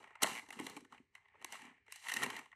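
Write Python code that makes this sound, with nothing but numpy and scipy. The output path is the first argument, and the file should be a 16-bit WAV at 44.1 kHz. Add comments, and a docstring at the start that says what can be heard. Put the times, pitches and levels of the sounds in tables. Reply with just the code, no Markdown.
"""Plastic balls in a thin container

A hand moves a thin clear plastic container of hollow plastic balls inside a plastic tub of more balls.
Clacks are short rough contacts that ring groups of plastic modes; one ball judders along the wall.
Between them dense random ticks rattle the same modes, and the tub thumps as pairs of low decaying tones.
A small hard room of feedback delays answers the hits; shaped noise and a thin hum lie below."""
import sys
import numpy as np
from scipy import signal
from scipy.fft import rfft, irfft, next_fast_len
from scipy.io import wavfile
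from scipy.ndimage import uniform_filter1d

SR = 44100
rng = np.random.default_rng(int(sys.argv[2]) if len(sys.argv) > 2 else 0)


def bounce(signal):
    """Save signal as a 16-bit WAV file at the path given by the first command-line argument."""
    frames = np.transpose(np.atleast_2d(signal))
    limited = np.clip(frames, -1, 1)
    pcm = np.round(limited * 32767).astype(np.int16)
    wavfile.write(sys.argv[1], SR, pcm)


N = 112454

# Clacks of ball on ball and ball on wall. Each row: start in seconds, peak level in dB of the middle modes,
# of the low modes and of the wall treble, nominal contact length in ms, ball pitch in Hz.
CLACKS = [(0.0288, -63.5, -58.5, -68, 3.3, 1860), (0.0403, -54, -54, -67, 3.8, 2120),
          (0.0727, -59, -61, -75, 7.1, 1900), (0.1048, -58, -59.5, -80, 6.3, 1810),
          (0.1533, -52, -51, -67, 5.2, 2080), (0.22, -39.5, -34, -35, 7.1, 2030),
          (0.2297, -32.5, -40.5, -26, 4.2, 2100), (0.2333, -33, -51, -26.5, 2, 2390),
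          (0.2331, -31, -33.5, -23.5, 3.1, 2030), (0.2417, -35, -29, -43, 2.6, 1920),
          (0.2514, -56, -38.5, -59, 5.4, 2020), (0.2615, -40.5, -45.5, -44, 2.7, 1750),
          (0.27, -63, -43, -41, 3.2, 2020), (0.4622, -62, -70, -68, 3.1, 1740),
          (0.4867, -58.5, -58, -59.5, 5.2, 1900), (0.5049, -43, -50, -50, 2.15, 2080),
          (0.5242, -51.5, -53, -53.5, 10.6, 1810), (0.589, -44.5, -46, -56, 5.7, 2070),
          (0.597, -47, -43.5, -47.5, 4.0, 2180), (0.61, -60, -48, -58, 4.3, 1860),
          (0.6657, -42, -47.5, -44, 3.7, 2110), (0.6972, -68, -52, -49, 3.6, 2080),
          (0.7649, -48.5, -49.5, -52, 3.5, 2300), (0.7729, -62, -49.5, -55, 2.7, 2200),
          (0.8053, -67, -68, -63.5, 4.4, 1920), (0.8469, -60.5, -62.5, -67.5, 5, 1740),
          (0.923, -58.5, -49, -64.5, 4.7, 1940), (0.9455, -57.5, -57.5, -72, 3.3, 1820),
          (0.9785, -57.5, -71, -76.5, 4.0, 2310), (1.1518, -48, -59, -58, 2.26, 2034),
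          (1.1782, -71.5, -68, -80.5, 4.2, 1826), (1.255, -63, -67, -94.5, 4.0, 2060),
          (1.2835, -64, -75, -81.5, 3.5, 1920), (1.3414, -72.5, -63, -97, 5.8, 2400),
          (1.352, -72, -61, -90.5, 4.0, 1850), (1.4129, -55, -58.5, -68, 7.3, 1880),
          (1.4236, -57, -56, -61, 2.8, 2080), (1.4454, -43, -44.5, -38.5, 2.2, 2220),
          (1.5233, -47, -49.5, -43, 2.4, 2080), (1.5309, -46.5, -50, -59, 4.0, 2080),
          (1.5404, -48, -49, -64, 4.7, 2100), (1.5526, -49.5, -48.5, -58, 4.0, 2070),
          (1.6187, -53, -57.5, -56.5, 2.4, 2000), (1.6518, -60, -70, -63.5, 4.3, 2384),
          (1.7781, -65.5, -75, -87, 4.0, 1840), (1.8641, -67, -71, -76.5, 4.0, 2260),
          (1.8811, -57.5, -62.5, -70, 2.1, 2100), (1.922, -47.5, -56.5, -43, 3.2, 2140),
          (1.9582, -56, -60, -49, 4.4, 1930), (2.0661, -41, -52, -55, 4.2, 1860),
          (2.0839, -38.5, -45.5, -43, 3.9, 1910), (2.0917, -38, -49.5, -45.5, 4.9, 1960),
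          (2.0973, -40, -49, -45, 4.9, 1800), (2.1161, -35, -54, -54, 2.5, 1700),
          (2.1166, -41, -54, -41.5, 6.7, 1930), (2.1384, -41, -52, -33, 2.6, 1850),
          (2.1626, -35.5, -43, -44, 4.0, 1870), (2.1678, -33, -48, -36, 2.4, 1920),
          (2.1972, -45, -54, -64, 2.7, 2030), (2.2191, -41, -38, -47, 4.3, 1820),
          (2.2264, -31.5, -38, -44, 7.2, 1920), (2.2336, -39.5, -42, -33.5, 2.96, 1840),
          (2.2366, -35.5, -40.5, -43, 7.5, 2275), (2.2614, -39, -43.5, -46, 3.4, 1830),
          (2.3013, -41.5, -44, -46, 3.8, 2040), (2.3291, -50, -59, -69, 5.4, 1890),
          (2.3641, -42.5, -52, -49, 5, 1910), (2.3883, -51.5, -48.5, -54.5, 7.3, 2280),
          (2.4575, -59, -56, -69, 3, 1920), (2.5157, -56, -71, -75.5, 3.4, 1890),
          (2.5263, -53.5, -57.5, -82, 5.8, 1960)]
# Thumps of the tub. Each row: start in seconds, nominal level in dB, lower pitch in Hz.
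THUMPS = [(0.109, -61.5, 413), (0.232, -35.5, 307), (0.428, -53.5, 293), (0.487, -54.5, 294),
          (0.568, -47, 240), (0.6, -34, 309), (0.621, -40.5, 262), (0.644, -41, 262), (0.667, -45, 380),
          (0.767, -40.5, 291), (0.824, -51.5, 268), (0.849, -55, 270), (0.927, -54, 257.5),
          (1.001, -51.5, 256), (1.347, -64, 417), (1.444, -49.5, 331), (1.626, -53.5, 249),
          (1.65, -51, 248), (1.679, -52, 254.3), (1.711, -57, 253), (1.884, -61.5, 429), (2.166, -40, 233),
          (2.195, -50, 370), (2.231, -39, 194), (2.269, -39.5, 245), (2.39, -49, 267)]
# Rattle between the clacks, before RATTLE_DB. Each row: time in seconds, level in dB around 2 kHz,
# of the low modes, of the treble, of the bass.
RATTLE = [(0.0, -59, -56, -66, -55.5), (0.198, -62.5, -64, -89.5, -92), (0.229, -35, -33, -32, -38),
          (0.25, -46, -44, -50, -40), (0.28, -42.5, -38.5, -41.5, -45), (0.38, -46.5, -49, -49, -52.5),
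          (0.469, -83, -63, -68, -70.5), (0.56, -64, -55.5, -58, -56.5), (0.6, -47.5, -54, -60, -45.5),
          (0.65, -58, -56, -50.5, -55), (0.669, -51, -48.5, -54, -52.5), (0.771, -59.5, -59.5, -61, -53.5),
          (0.89, -83.5, -87, -83, -72.5), (0.932, -55, -54, -67.5, -61.5), (1.111, -102, -104, -99, -90.5),
          (1.16, -56.5, -60, -70, -83.5), (1.19, -71.5, -73.5, -82, -94.5),
          (1.33, -67, -73.5, -92.5, -79.5), (1.43, -58.5, -70, -73.5, -63), (1.499, -58, -58.5, -62, -68),
          (1.529, -52, -56, -51, -59.5), (1.678, -53, -54.5, -67, -68), (1.839, -75.5, -88, -99, -83.5),
          (1.93, -51, -67, -56.5, -85.5), (2.011, -59, -67.5, -57.5, -89.5), (2.06, -47, -46.5, -49.5, -65),
          (2.17, -45, -44, -46.5, -48.5), (2.23, -40.5, -42, -44.5, -41.5), (2.26, -47, -44, -51, -45),
          (2.38, -44.5, -46.5, -54.5, -54.5), (2.55, -82.5, -82, -88.5, -83)]
# Resonances of balls, container wall and tub. 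Each row: pitch in Hz, relative drive in dB, T60 in seconds.
LOW_MODES = [(652, -2.5, 0.018), (818.5, 7.5, 0.013), (920, 5.5, 0.021), (1075, 0.5, .03),
             (1340, 3.5, 0.01)]
MIDDLE_MODES = [(1787, -5.5, 0.011), (1866, -5.5, 0.025), (2055, -4.5, 0.011), (2248, -6.5, 0.024),
                (2336, -3.5, 0.0085)]
UPPER_MODES = [(2699, -6.5, 0.011), (2920, -1, 0.0042)]
WALL_MODES = [(3966, 2.5, 0.0065), (6040, 4, 0.0037), (7065, 2, 0.0043), (7640, -0.5, 0.0072),
              (8300, 1.5, 0.0058), (9850, 8.5, 0.0013), (10370, 1, 0.0075), (11100, 3.5, 0.0017),
              (13400, 3.5, 0.00082), (14800, -7.5, .003)]
BASS_MODES = [(163, -3.5, 0.035), (182, -2.5, 0.036), (276, 7, 0.02), (327, -5.5, 0.044), (407, 9, 0.018),
              (556.6, -9, .03)]
# Shares of the nominal contact length felt by the middle, upper, low and wall modes, in that order.
CONTACT_STRETCH = [1, 1.7, 1, 1.3]
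# Decay of the room. Each row: frequency in Hz, T60 in seconds.
ROOM_T60 = [(150, 0.16), (1000, 0.26), (4000, 0.24), (14000, 0.1)]
# Colour of the room noise. Each row: frequency in Hz, relative density in dB per Hz.
FLOOR = [(18, -41), (30, -10), (90, 6), (632, -26.5), (1100, -11.5), (1590, -26.5), (1760, -8.5),
         (2120, -8), (3490, -27.5), (4080, -22), (16000, -48)]

FIRST_TOUCH = 5.4  # first sharp touch of a 1 ms contact, against the rough rest
RISE_SHARE = 0.16  # rise time as a share of the contact length
OFF_PITCH_DB = 55  # loss per octave of the middle modes away from a ball's pitch
STRIKE_SPREAD_DB = 3.0  # unevenness of the low and upper modes from clack to clack
UPPER_FOLLOWS_TREBLE, UPPER_DB = 0.33, -3.5  # upper modes of a clack lie between middle and treble level
# Treble under BRIGHT_DB loses this many dB per octave for each dB
DULL_PER_DB, BRIGHT_DB, DULL_ABOVE_HZ = 0.6, -45, 8500
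JUDDER_START_S, JUDDER_PER_S, JUDDER_COUNT, JUDDER_MS, JUDDER_HZ = 0.3515, 117.5, 6, 1.2, 2150
JUDDER_DB, JUDDER_LOW_DB, JUDDER_TREBLE_DB = -43, -51, -53
RATTLE_DB, RATTLE_PER_S, RATTLE_SPREAD_DB, CRINKLE_PER_S = -9, 390, 2.5, 7000
THUMP_T60_S, THUMP_PUSH_MS = 0.054, 1.3
ROOM_DB, SCATTER_MS = -27, 3.7
FLOOR_DB, HUM_HZ, HUM_DB, HUM_T60_S = -84, 405, -95, 0.4
BASS_CUT_HZ, TOP_CUT_HZ = 104, 16500


def amp(db):
    """Turn dB into gain."""
    return 10 ** (np.asarray(db) / 20)


def rms_one(x):
    """Scale to an rms of 1."""
    return x / np.sqrt(np.mean(x ** 2) + 1e-20)


def at_hz(points, hz):
    """Read a table along log frequency."""
    table_hz, values = np.transpose(points)
    return np.interp(np.log(hz), np.log(table_hz), values)


def ring(x, hz, t60):
    """One mode: a two-pole resonator that falls 60 dB in t60 seconds."""
    r, w = amp(-60 / (t60 * SR)), 2 * np.pi * hz / SR
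    return signal.lfilter([0, np.sin(w)], [1, -2 * r * np.cos(w), r * r], x + 1e-18)


def body(x, modes, more_db=lambda hz: 0):
    """Ring a group of modes with alternating signs, kept to its own band; more_db(Hz) weights each mode."""
    low_edge, high_edge = 0.71 * modes[0][0], min(1.49 * modes[-1][0], 0.45 * SR)
    band = signal.butter(2, [low_edge, high_edge], "band", fs=SR, output="sos")
    rung = 0
    for k, (hz, db, t60) in enumerate(modes):
        rung = rung + (-1) ** k * ring(x * amp(db + more_db(hz)), hz, t60)
    return signal.sosfilt(band, rung)


def dulled(treble_db):
    """Weak contacts are softer and reach the highest modes less."""
    weakness_db = np.minimum(treble_db - BRIGHT_DB, 0)
    return lambda hz: DULL_PER_DB * weakness_db * max(np.log2(hz / DULL_ABOVE_HZ), 0)


def grains(per_s, spread_db):
    """Tiny contacts at random times, of uneven size and either sign."""
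    size = amp(spread_db * np.minimum(rng.exponential(1, N), 4)) * rng.choice([-1, 1], N)
    return size * (rng.random(N) < per_s / SR)


def contacts(rows):
    """Each clack is a touch, sharper when brief, then a rough contact; ball pitch favours its middle modes."""
    s, mid_db, low_db, treble_db, ms, pitch = np.transpose(rows)[:, :, None]
    upper_db = mid_db + UPPER_FOLLOWS_TREBLE * (treble_db - mid_db) + UPPER_DB
    length = 3000  # samples
    t, out = np.arange(length) / SR, np.zeros(N + length)
    contact_s = np.maximum(ms, 0.2) / 1000
    place = (s * SR).astype(int) + np.arange(length)
    noise = rng.standard_normal((len(s), 4, length))

    def near_pitch(hz):
        return -OFF_PITCH_DB * abs(np.log2(hz / pitch))

    def uneven(hz):
        return STRIKE_SPREAD_DB * rng.standard_normal(s.shape)

    groups = [(MIDDLE_MODES, mid_db, near_pitch), (UPPER_MODES, upper_db, uneven),
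              (LOW_MODES, low_db, uneven), (WALL_MODES, treble_db, dulled(treble_db))]
    for k, (modes, db, more_db) in enumerate(groups):
        age = t / (CONTACT_STRETCH[k] * contact_s)
        force = (1 - np.exp(-age / RISE_SHARE)) * np.exp(-2 * age) * noise[:, k]
        force[:, :1] = FIRST_TOUCH / ms * np.sign(noise[:, k, :1])
        rung = body(force, modes, more_db)
        # peak of the loudest 200-sample stretch, taken as a sine
        peak = np.sqrt(2 * uniform_filter1d(rung ** 2, size=200).max(axis=1, keepdims=True))
        np.add.at(out, place, rung / peak * amp(db))
    return out[:N]


def judder():
    """A ball judders along the wall: an even run of small clacks."""
    levels = (JUDDER_DB, JUDDER_LOW_DB, JUDDER_TREBLE_DB)
    starts = [JUDDER_START_S + k / JUDDER_PER_S for k in range(JUDDER_COUNT)]
    return contacts([(s, *levels, JUDDER_MS, JUDDER_HZ) for s in starts])


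def rattle():
    """Dense small collisions ring all modes; the thin wall also crinkles finely and the tub rumbles."""
    s, *levels = np.transpose(RATTLE)
    t = np.arange(N) / SR
    mid_db, low_db, treble_db, bass_db = (np.interp(t, s, db) + RATTLE_DB for db in levels)
    upper_db = mid_db + 0.59 * (treble_db - mid_db) - 2.0
    # the ticks are shared by all but the bass; each group adds finer grains of its own
    ticks = grains(RATTLE_PER_S, RATTLE_SPREAD_DB)
    middle = body(ticks + 0.8 * grains(1300, 1.4), MIDDLE_MODES)
    upper = body(ticks + 0.34 * grains(1500, 2.2), UPPER_MODES)
    low = body(ticks + 0.86 * grains(1000, 4.0), LOW_MODES)
    crinkle = body(ticks + 0.84 * grains(CRINKLE_PER_S, 0.98), WALL_MODES, dulled(treble_db))
    rumble = body(grains(450, 1.2), BASS_MODES)
    groups = [(mid_db, middle), (upper_db, upper), (low_db, low), (treble_db, crinkle), (bass_db, rumble)]
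    return sum(amp(db) * rms_one(rung) for db, rung in groups)


def thumps():
    """Soft pushes set the tub's wall ringing at a pair of low pitches."""
    length = 8000  # samples
    out, t = np.zeros(N + length), np.arange(length) / SR
    push = 1 - np.exp(-1000 * t / THUMP_PUSH_MS)
    for s, db, hz in THUMPS:
        lower = np.sin(2 * np.pi * hz * t)
        higher = 0.26 * np.sin(2 * np.pi * (1.4 * hz * t + rng.random()))
        i = int(s * SR)
        out[i:i + length] += amp(db - 60 * t / THUMP_T60_S) * push * (lower + higher)
    return out[:N]


def room(x):
    """Forty feedback delays whose loss follows the decay table, fed through a short scatter."""
    size = next_fast_len(N + SR)
    hz = np.arange(size // 2 + 1) * SR / size + 1
    t60, echo = at_hz(ROOM_T60, hz), 0
    for k, lag_s in enumerate(rng.uniform(0.008, 0.05, size=40)):
        loop = amp(-60 * lag_s / t60) * np.exp(-2j * np.pi * hz * lag_s)
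        echo = echo + (-1) ** k * loop / (1 - loop)
    scatter = rng.standard_normal(1500) * np.exp(-np.arange(1500) / SR * 1000 / SCATTER_MS)
    scatter = scatter / np.sqrt(np.sum(scatter ** 2))
    return irfft(rfft(x, size) * echo * rfft(scatter, size), size)[:N]


def room_noise():
    """Faint steady shaped noise, with a thin wavering hum from noise through one narrow resonance."""
    hz = np.arange(N // 2 + 1) * SR / N + 1
    hiss = irfft(rfft(rng.standard_normal(N)) * amp(at_hz(FLOOR, hz)), N)
    hum = ring(rng.standard_normal(N), HUM_HZ, HUM_T60_S)
    return amp(FLOOR_DB) * rms_one(hiss) + amp(HUM_DB) * rms_one(hum)


def scene():
    """Clacks, judder and thumps with their room, plus the dry rattle, thin in the deep bass; noise below."""
    hits = contacts(CLACKS) + judder() + thumps()
    near = hits + amp(ROOM_DB) * room(hits) + rattle()
    bass_cut = signal.butter(3, BASS_CUT_HZ, "high", fs=SR, output="sos")
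    return (signal.sosfilt(bass_cut, near) + room_noise())[None]


def record(dry):
    """Cut the top steeply: 60 dB down from TOP_CUT_HZ upward."""
    return signal.sosfilt(signal.cheby2(12, 60, TOP_CUT_HZ, fs=SR, output="sos"), dry)


dry = scene()
out = record(dry)
bounce(out)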